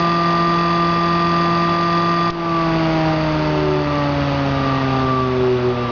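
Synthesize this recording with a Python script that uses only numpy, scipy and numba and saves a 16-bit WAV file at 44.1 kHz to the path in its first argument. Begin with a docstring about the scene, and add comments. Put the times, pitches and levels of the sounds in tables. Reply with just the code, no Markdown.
"""Magnet rotor switched off and coasting

A small disc rotor with four magnets spins past drive coils on a table, heard close up in mono.
Each passing magnet tugs the frame, which hums on multiples of the passing rate, ticks and stirs the air.
A switch snaps off, gain control ducks the level, and the hum glides down through the frame's resonances.
Low rumble, a faint hum, climbing tones as of a far engine and a late thin whistle lie beneath.
"""
import sys
import numpy as np
from scipy import signal
from scipy.fft import rfft, irfft, next_fast_len
from scipy.io import wavfile
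from scipy.ndimage import minimum_filter1d, map_coordinates
from numba import njit

SR = 44100
rng = np.random.default_rng(int(sys.argv[2]) if len(sys.argv) > 2 else 0)


def magnitude_from_level(level_db):
    """Linear magnitude for a level in decibels (20 dB per decade)."""
    exponent = np.asarray(level_db, float) / 20
    return 10 ** exponent


def pcm_store(signal):
    """Save signal as 16-bit PCM."""
    levels = np.round(np.clip(np.atleast_2d(signal), -1, 1) * 32767)
    wavfile.write(sys.argv[1], SR, levels.astype(np.int16).T)


N = 260617
TIME_S = np.arange(N) / SR
SWITCH_S = 2.302
SINCE_SWITCH_S = np.clip(TIME_S - SWITCH_S, 0, None)
RUNNING_PER_S = 170.13                       # magnets per second
RUN_IN = round(28 * SR / RUNNING_PER_S)      # samples in seven whole turns


def rms_one(x):
    """Scale to rms 1."""
    return x / np.sqrt(np.mean(x ** 2) + 1e-20)


def drift(rate_hz):
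    """Slow random wander of rms 1: critically damped low-pass noise, drawn at every 50th sample."""
    r = np.exp(-100 * np.pi * rate_hz / SR)
    noise = rng.standard_normal(N // 50 + 1002)
    slow = signal.lfilter([1], [1, -2 * r, r * r], noise)[1000:]
    return np.interp(np.arange(N) / 50, np.arange(len(slow)), rms_one(slow))


def cut(x, hz, kind, order=2):
    """Butterworth filter."""
    return signal.sosfilt(signal.butter(order, hz, kind, fs=SR, output="sos"), x)


def resonances(x, modes):
    """Two-pole resonances (Hz, width Hz, gain dB) side by side, signs alternating."""
    out = 0
    for k, (hz, width_hz, db) in enumerate(modes):
        r = np.exp(-np.pi * width_hz / SR)
        poles = [1, -2 * r * np.cos(2 * np.pi * hz / SR), r * r]
        zeros = np.array([1, 0, -1]) * (1 - r * r) / 2
        out = out + (-1) ** k * magnitude_from_level(db) * signal.lfilter(zeros, poles, x + 1e-18)
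    return out


def coil_current():
    """1 while the coils are driven, exponential decay after the switch."""
    fade_s = 0.005
    return np.exp(-SINCE_SWITCH_S / fade_s)


def hum(passes, waver_db):
    """Force tones on multiples of the passing rate; their mix changes when the coil current dies."""
    # low tones, in multiples of the passing rate; fractions come from the uneven magnets
    low_multiples = [.25, .5, 1, 2, 3, 4, 4.75, 5, 6, 6.75, 7, 8, 9, 10, 11, 11.5, 12, 13, 14]
    # rms of each low tone ahead of pull and frame: coils_on_db, coasting_db
    low_tones = [(-55.5, -45.5), (-55, -50), (-18, -21), (-23, -20.5), (-36.5, -40), (-26, -27),
                 (-48.5, -50.5), (-36, -31.5), (-24.5, -32.5), (-47.5, -57), (-29.5, -40), (-44, -46.5),
                 (-36, -39), (-36.5, -45.5), (-37, -42.5), (-41.5, -56.5), (-42.5, -46.5), (-52.5, -46),
                 (-43, -45.5)]
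    # high coil whines, in multiples of the passing rate
    whine_multiples = [15.25, 16, 20, 20.25, 23, 27.75, 28]
    whines = [(-43, -56)] * len(whine_multiples)      # coils_on_db, coasting_db
    lead_rad = 2.6      # low tones run ahead of the high ones, which shapes the pulse

    coils, out = coil_current(), 0
    multiples = [*low_multiples, *whine_multiples]
    for multiple, (on_db, off_db) in zip(multiples, [*low_tones, *whines]):
        gain = magnitude_from_level(off_db + coils * (on_db - off_db) + waver_db * drift(5.4))
        phase = 2 * np.pi * multiple * passes + lead_rad / multiple
        out = out + gain * np.sqrt(2) * np.cos(phase)
    return out


def frame(force, reach):
    """Plain path less each mode: a dip just below every resonance, a shoulder above it."""
    # frame resonances: mode_hz, width_hz, level_db above the plain path
    frame_modes = [(374.1, 2.63, 28), (378.6, 3.2, 30), (434, 19, 4), (556, 96, 0), (791, 12, 5),
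                   (860, 140, -2), (1164.9, 14.1, 23.5), (1879.6, 25, 10)]
    force = np.concatenate([force[:RUN_IN], force])       # modes already ring at the start
    out = force
    for hz, width_hz, db in frame_modes:
        r, w = np.exp(-np.pi * width_hz / SR), 2 * np.pi * hz / SR
        near = resonances(force, [(hz, reach * hz, db)])      # far-off tones leave the mode alone
        poles = [1, -2 * r * np.cos(w), r * r]
        out = out - signal.lfilter([0, 2 * (1 - r) * np.sin(w)], poles, near)
    return out[RUN_IN:]


def bearing(passes):
    """Rolling parts give fractional multiples, each heard mainly while it crosses its mode."""
    # bearing tones, in multiples of the passing rate
    bearing_multiples = [2.512, 7.56, 8.63, 9.7]
    # mode each one wakes: mode_hz, width_hz, level_db (rms of a steady tone at the peak)
    bearing_swells = [(377.6, 5.9, -16.5), (1194, 23, -29.5), (1171, 26, -24), (1173, 39, -29.5)]
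    out, settle = 0, np.clip(np.arange(N) / RUN_IN, 0, 1)
    for multiple, (hz, width_hz, db) in zip(bearing_multiples, bearing_swells):
        tone = settle * np.sqrt(2) * np.cos(2 * np.pi * multiple * passes)
        once = resonances(tone, [(hz, width_hz, db)])
        out = out + resonances(once, [(hz, width_hz, 0)])
    return out


def air(passes, gust_depth, patchy_db, frame_share):
    """Noise of the stirred air, puffed once per magnet; a share shakes the frame."""
    # air noise spectrum: freq_hz, level_db (relative)
    air_spectrum = [(20, -11.5), (60, -7), (120, 2.5), (200, 4.5), (420, 0), (700, 2), (1170, 2),
                    (1500, -3.5), (2200, -6.5), (2800, -6), (3100, -11), (4050, -14.5), (4600, -15.5),
                    (5400, -20), (6400, -30.5), (7100, -47)]
    size = next_fast_len(N)
    hz, db = np.transpose(air_spectrum)
    bins_hz = np.arange(size // 2 + 1) * SR / size
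    spectrum_db = np.interp(np.log(bins_hz + 1), np.log(hz), db)
    noise = irfft(rfft(rng.standard_normal(size)) * magnitude_from_level(spectrum_db), size)[:N]
    puffs = 1 + gust_depth * np.cos(2 * np.pi * passes)
    noise = noise * puffs * magnitude_from_level(patchy_db * drift(2.0))
    return rms_one(noise + frame_share * (frame(noise, reach=1.0) - noise))


def ticks(passes, tail, fresh):
    """Rattle per magnet rings the chassis: one part repeats every turn, one is new each time."""
    # magnet differences: strength_db (relative), place_spacings
    magnets = [(0, .01), (-2, .03), (-1, -.02), (-2.5, .04)]
    # chassis resonances: mode_hz, width_hz, gain_db (relative)
    chassis_modes = [(1894, 83, -6.5), (2616, 100, 3), (3468, 88, 5), (4160, 480, -7.5), (4660, 290, 1.5),
                     (6400, 230, -18.5), (6275, 190, -7.5)]
    strength_db, place = np.transpose(magnets)
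    magnet = passes.astype(int) % len(magnets)
    burst = 0
    for db, at in [(0, 0), (-9, .5)]:       # a weaker tick half a spacing later, as the magnet leaves
        burst = burst + magnitude_from_level(db) * np.exp(-((passes - place[magnet] - at) % 1) / tail)
    burst = burst * magnitude_from_level(strength_db[magnet])

    bumps = rng.standard_normal(512)                       # roughness around the rim
    angle = passes / len(magnets) % 1 * len(bumps)
    same = map_coordinates(bumps, [angle], order=3, mode="grid-wrap")
    rattle = burst * (same + fresh * rng.standard_normal(N))
    return rms_one(resonances(rattle, chassis_modes))


def rumble():
    """Low shaking carried through the table: band noise, rms 1."""
    return rms_one(cut(rng.standard_normal(N), [25, 110], "band"))


def far_tones(second_db, waver_db):
    """Faint steady hum until the switch; climbing tones with a weak second harmonic fade in and out."""
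    # low tones as of a far engine pulling away: start_s, end_s, start_hz, end_hz, level_db
    # (level_db: rms of the fundamental, before fade and waver)
    far_engine = [(.3, 2.35, 60, 109, -38.5), (2.55, 5.35, 57, 100, -36), (4.1, 5.8, 64, 85, -35.5)]
    hum_hz, hum_rms_db = 55, -45.5
    out = magnitude_from_level(hum_rms_db) * np.sqrt(2) * np.sin(2 * np.pi * hum_hz * TIME_S) * (TIME_S < SWITCH_S)
    for start_s, end_s, start_hz, end_hz, db in far_engine:
        pitch_hz = np.interp(TIME_S, [start_s, end_s], [start_hz, end_hz])
        phase = 2 * np.pi * np.cumsum(pitch_hz) / SR
        progress = np.clip((TIME_S - start_s) / (end_s - start_s), 0, 1)
        fade = np.sin(np.pi * progress) ** 0.26
        tone = np.sin(phase) + magnitude_from_level(second_db) * np.sin(2 * phase)
        out = out + magnitude_from_level(db + waver_db * drift(17.0)) * np.sqrt(2) * fade * tone
    return out


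def switch():
    """Bright snap of a few ms, its plastic body, and a one-sided pressure push that sinks away."""
    snap_peak_db, snap_hz, push_db, push_fade_s = 4, 12500, -16, .06
    bounce_s, bounce_db = .0037, -8         # the contact bounces once
    t = SINCE_SWITCH_S
    again = np.clip(t - bounce_s, 0, None)
    first = (t > 0) * np.exp(-t / .0015)
    second = magnitude_from_level(bounce_db) * (again > 0) * np.exp(-again / .002)
    burst = (first + second) * rng.standard_normal(N)
    body = resonances(burst, [(4200, 1600, -7)])
    snap = cut(burst, snap_hz, "high", order=4) + body
    push = (1 - np.exp(-t / .002)) * np.exp(-t / push_fade_s)
    return magnitude_from_level(snap_peak_db) * snap / np.abs(snap).max() + magnitude_from_level(push_db) * push


def whistle():
    """Thin fixed sine that comes up late."""
    pitch_hz, start_s, rise_s, top_rms_db = 3841, 3.3, 0.93, -50.5
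    rise = np.clip((TIME_S - start_s) / rise_s, 0, 1) ** 2
    return magnitude_from_level(top_rms_db) * rise * np.sqrt(2) * np.sin(2 * np.pi * pitch_hz * TIME_S)


def scene():
    """Hum through the frame, plus bearing, air, ticks, rumble, far tones, switch and whistle."""
    # magnetic pull on the frame: time_s, level_db
    pull_curve = [(0, -3.5), (2.29, -4), (2.33, -3), (2.8, 2), (3.4, -1.5), (4.3, -3), (5.2, -0.5),
                  (5.6, -3.5), (5.91, -8.5)]
    slowing, easing = 15.854, .5604     # loss of rate per s; its let-up per s squared
    rate = RUNNING_PER_S - slowing * SINCE_SWITCH_S + easing * SINCE_SWITCH_S ** 2
    passes = np.cumsum(rate) / SR
    octaves = np.log2(rate / RUNNING_PER_S)
    off = 1 - coil_current()
    pull_db = np.interp(TIME_S, *np.transpose(pull_curve))

    # air and ticks follow the pull and fade as the rotor slows
    air_db = -23 + 0.65 * pull_db + 2 * octaves
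    tick_db = -30.5 + pull_db + 8.2 * octaves - 6.5 * off      # softer without coil current
    rumble_db = -52.5 + 15 * off

    force = magnitude_from_level(pull_db) * hum(passes, waver_db=0.47)
    out = frame(force, reach=0.27) + bearing(passes)
    out = out + magnitude_from_level(air_db) * air(passes, gust_depth=.15, patchy_db=.25, frame_share=.04)
    out = out + magnitude_from_level(tick_db) * ticks(passes, tail=0.13, fresh=1.0)
    out = out + magnitude_from_level(rumble_db) * rumble() + far_tones(second_db=-12, waver_db=2.5)
    return (out + switch() + whistle())[None]


@njit
def follow(level_db, start_db, attack, release):
    """One-pole level follower: rises fast with the peaks, falls slowly."""
    out, held = np.empty_like(level_db), start_db
    for i in range(len(level_db)):
        held += (level_db[i] - held) * (attack if level_db[i] > held else release)
        out[i] = held
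    return out


def gain_control(x):
    """Squeezes level about a knee, driven by peaks with a short look ahead."""
    knee_db, squeeze, attack_s, release_s = -8.5, 0.65, 0.00014, 0.22
    peaks = -minimum_filter1d(-np.abs(x[0]), size=300, origin=110)   # about one magnet cycle
    level_db = 20 * np.log10(peaks + 1e-6)
    held_db = follow(level_db, knee_db, 1 / (attack_s * SR), 1 / (release_s * SR))
    return x * magnitude_from_level(-squeeze * (held_db - knee_db))


def roll_off(x):
    """The treble ends steeply here."""
    return signal.sosfilt(signal.butter(12, 7070, fs=SR, output="sos"), x)


def record(dry):
    """Gain control, a gentle bass cut, then a steep top cut."""
    x = cut(gain_control(dry), 8.0, "high", order=1)
    top_cut = signal.cheby2(10, 60, 8000, fs=SR, output="sos")
    x = signal.sosfilt(top_cut, x)
    return roll_off(x)


dry = scene()
out = record(dry)
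pcm_store(out)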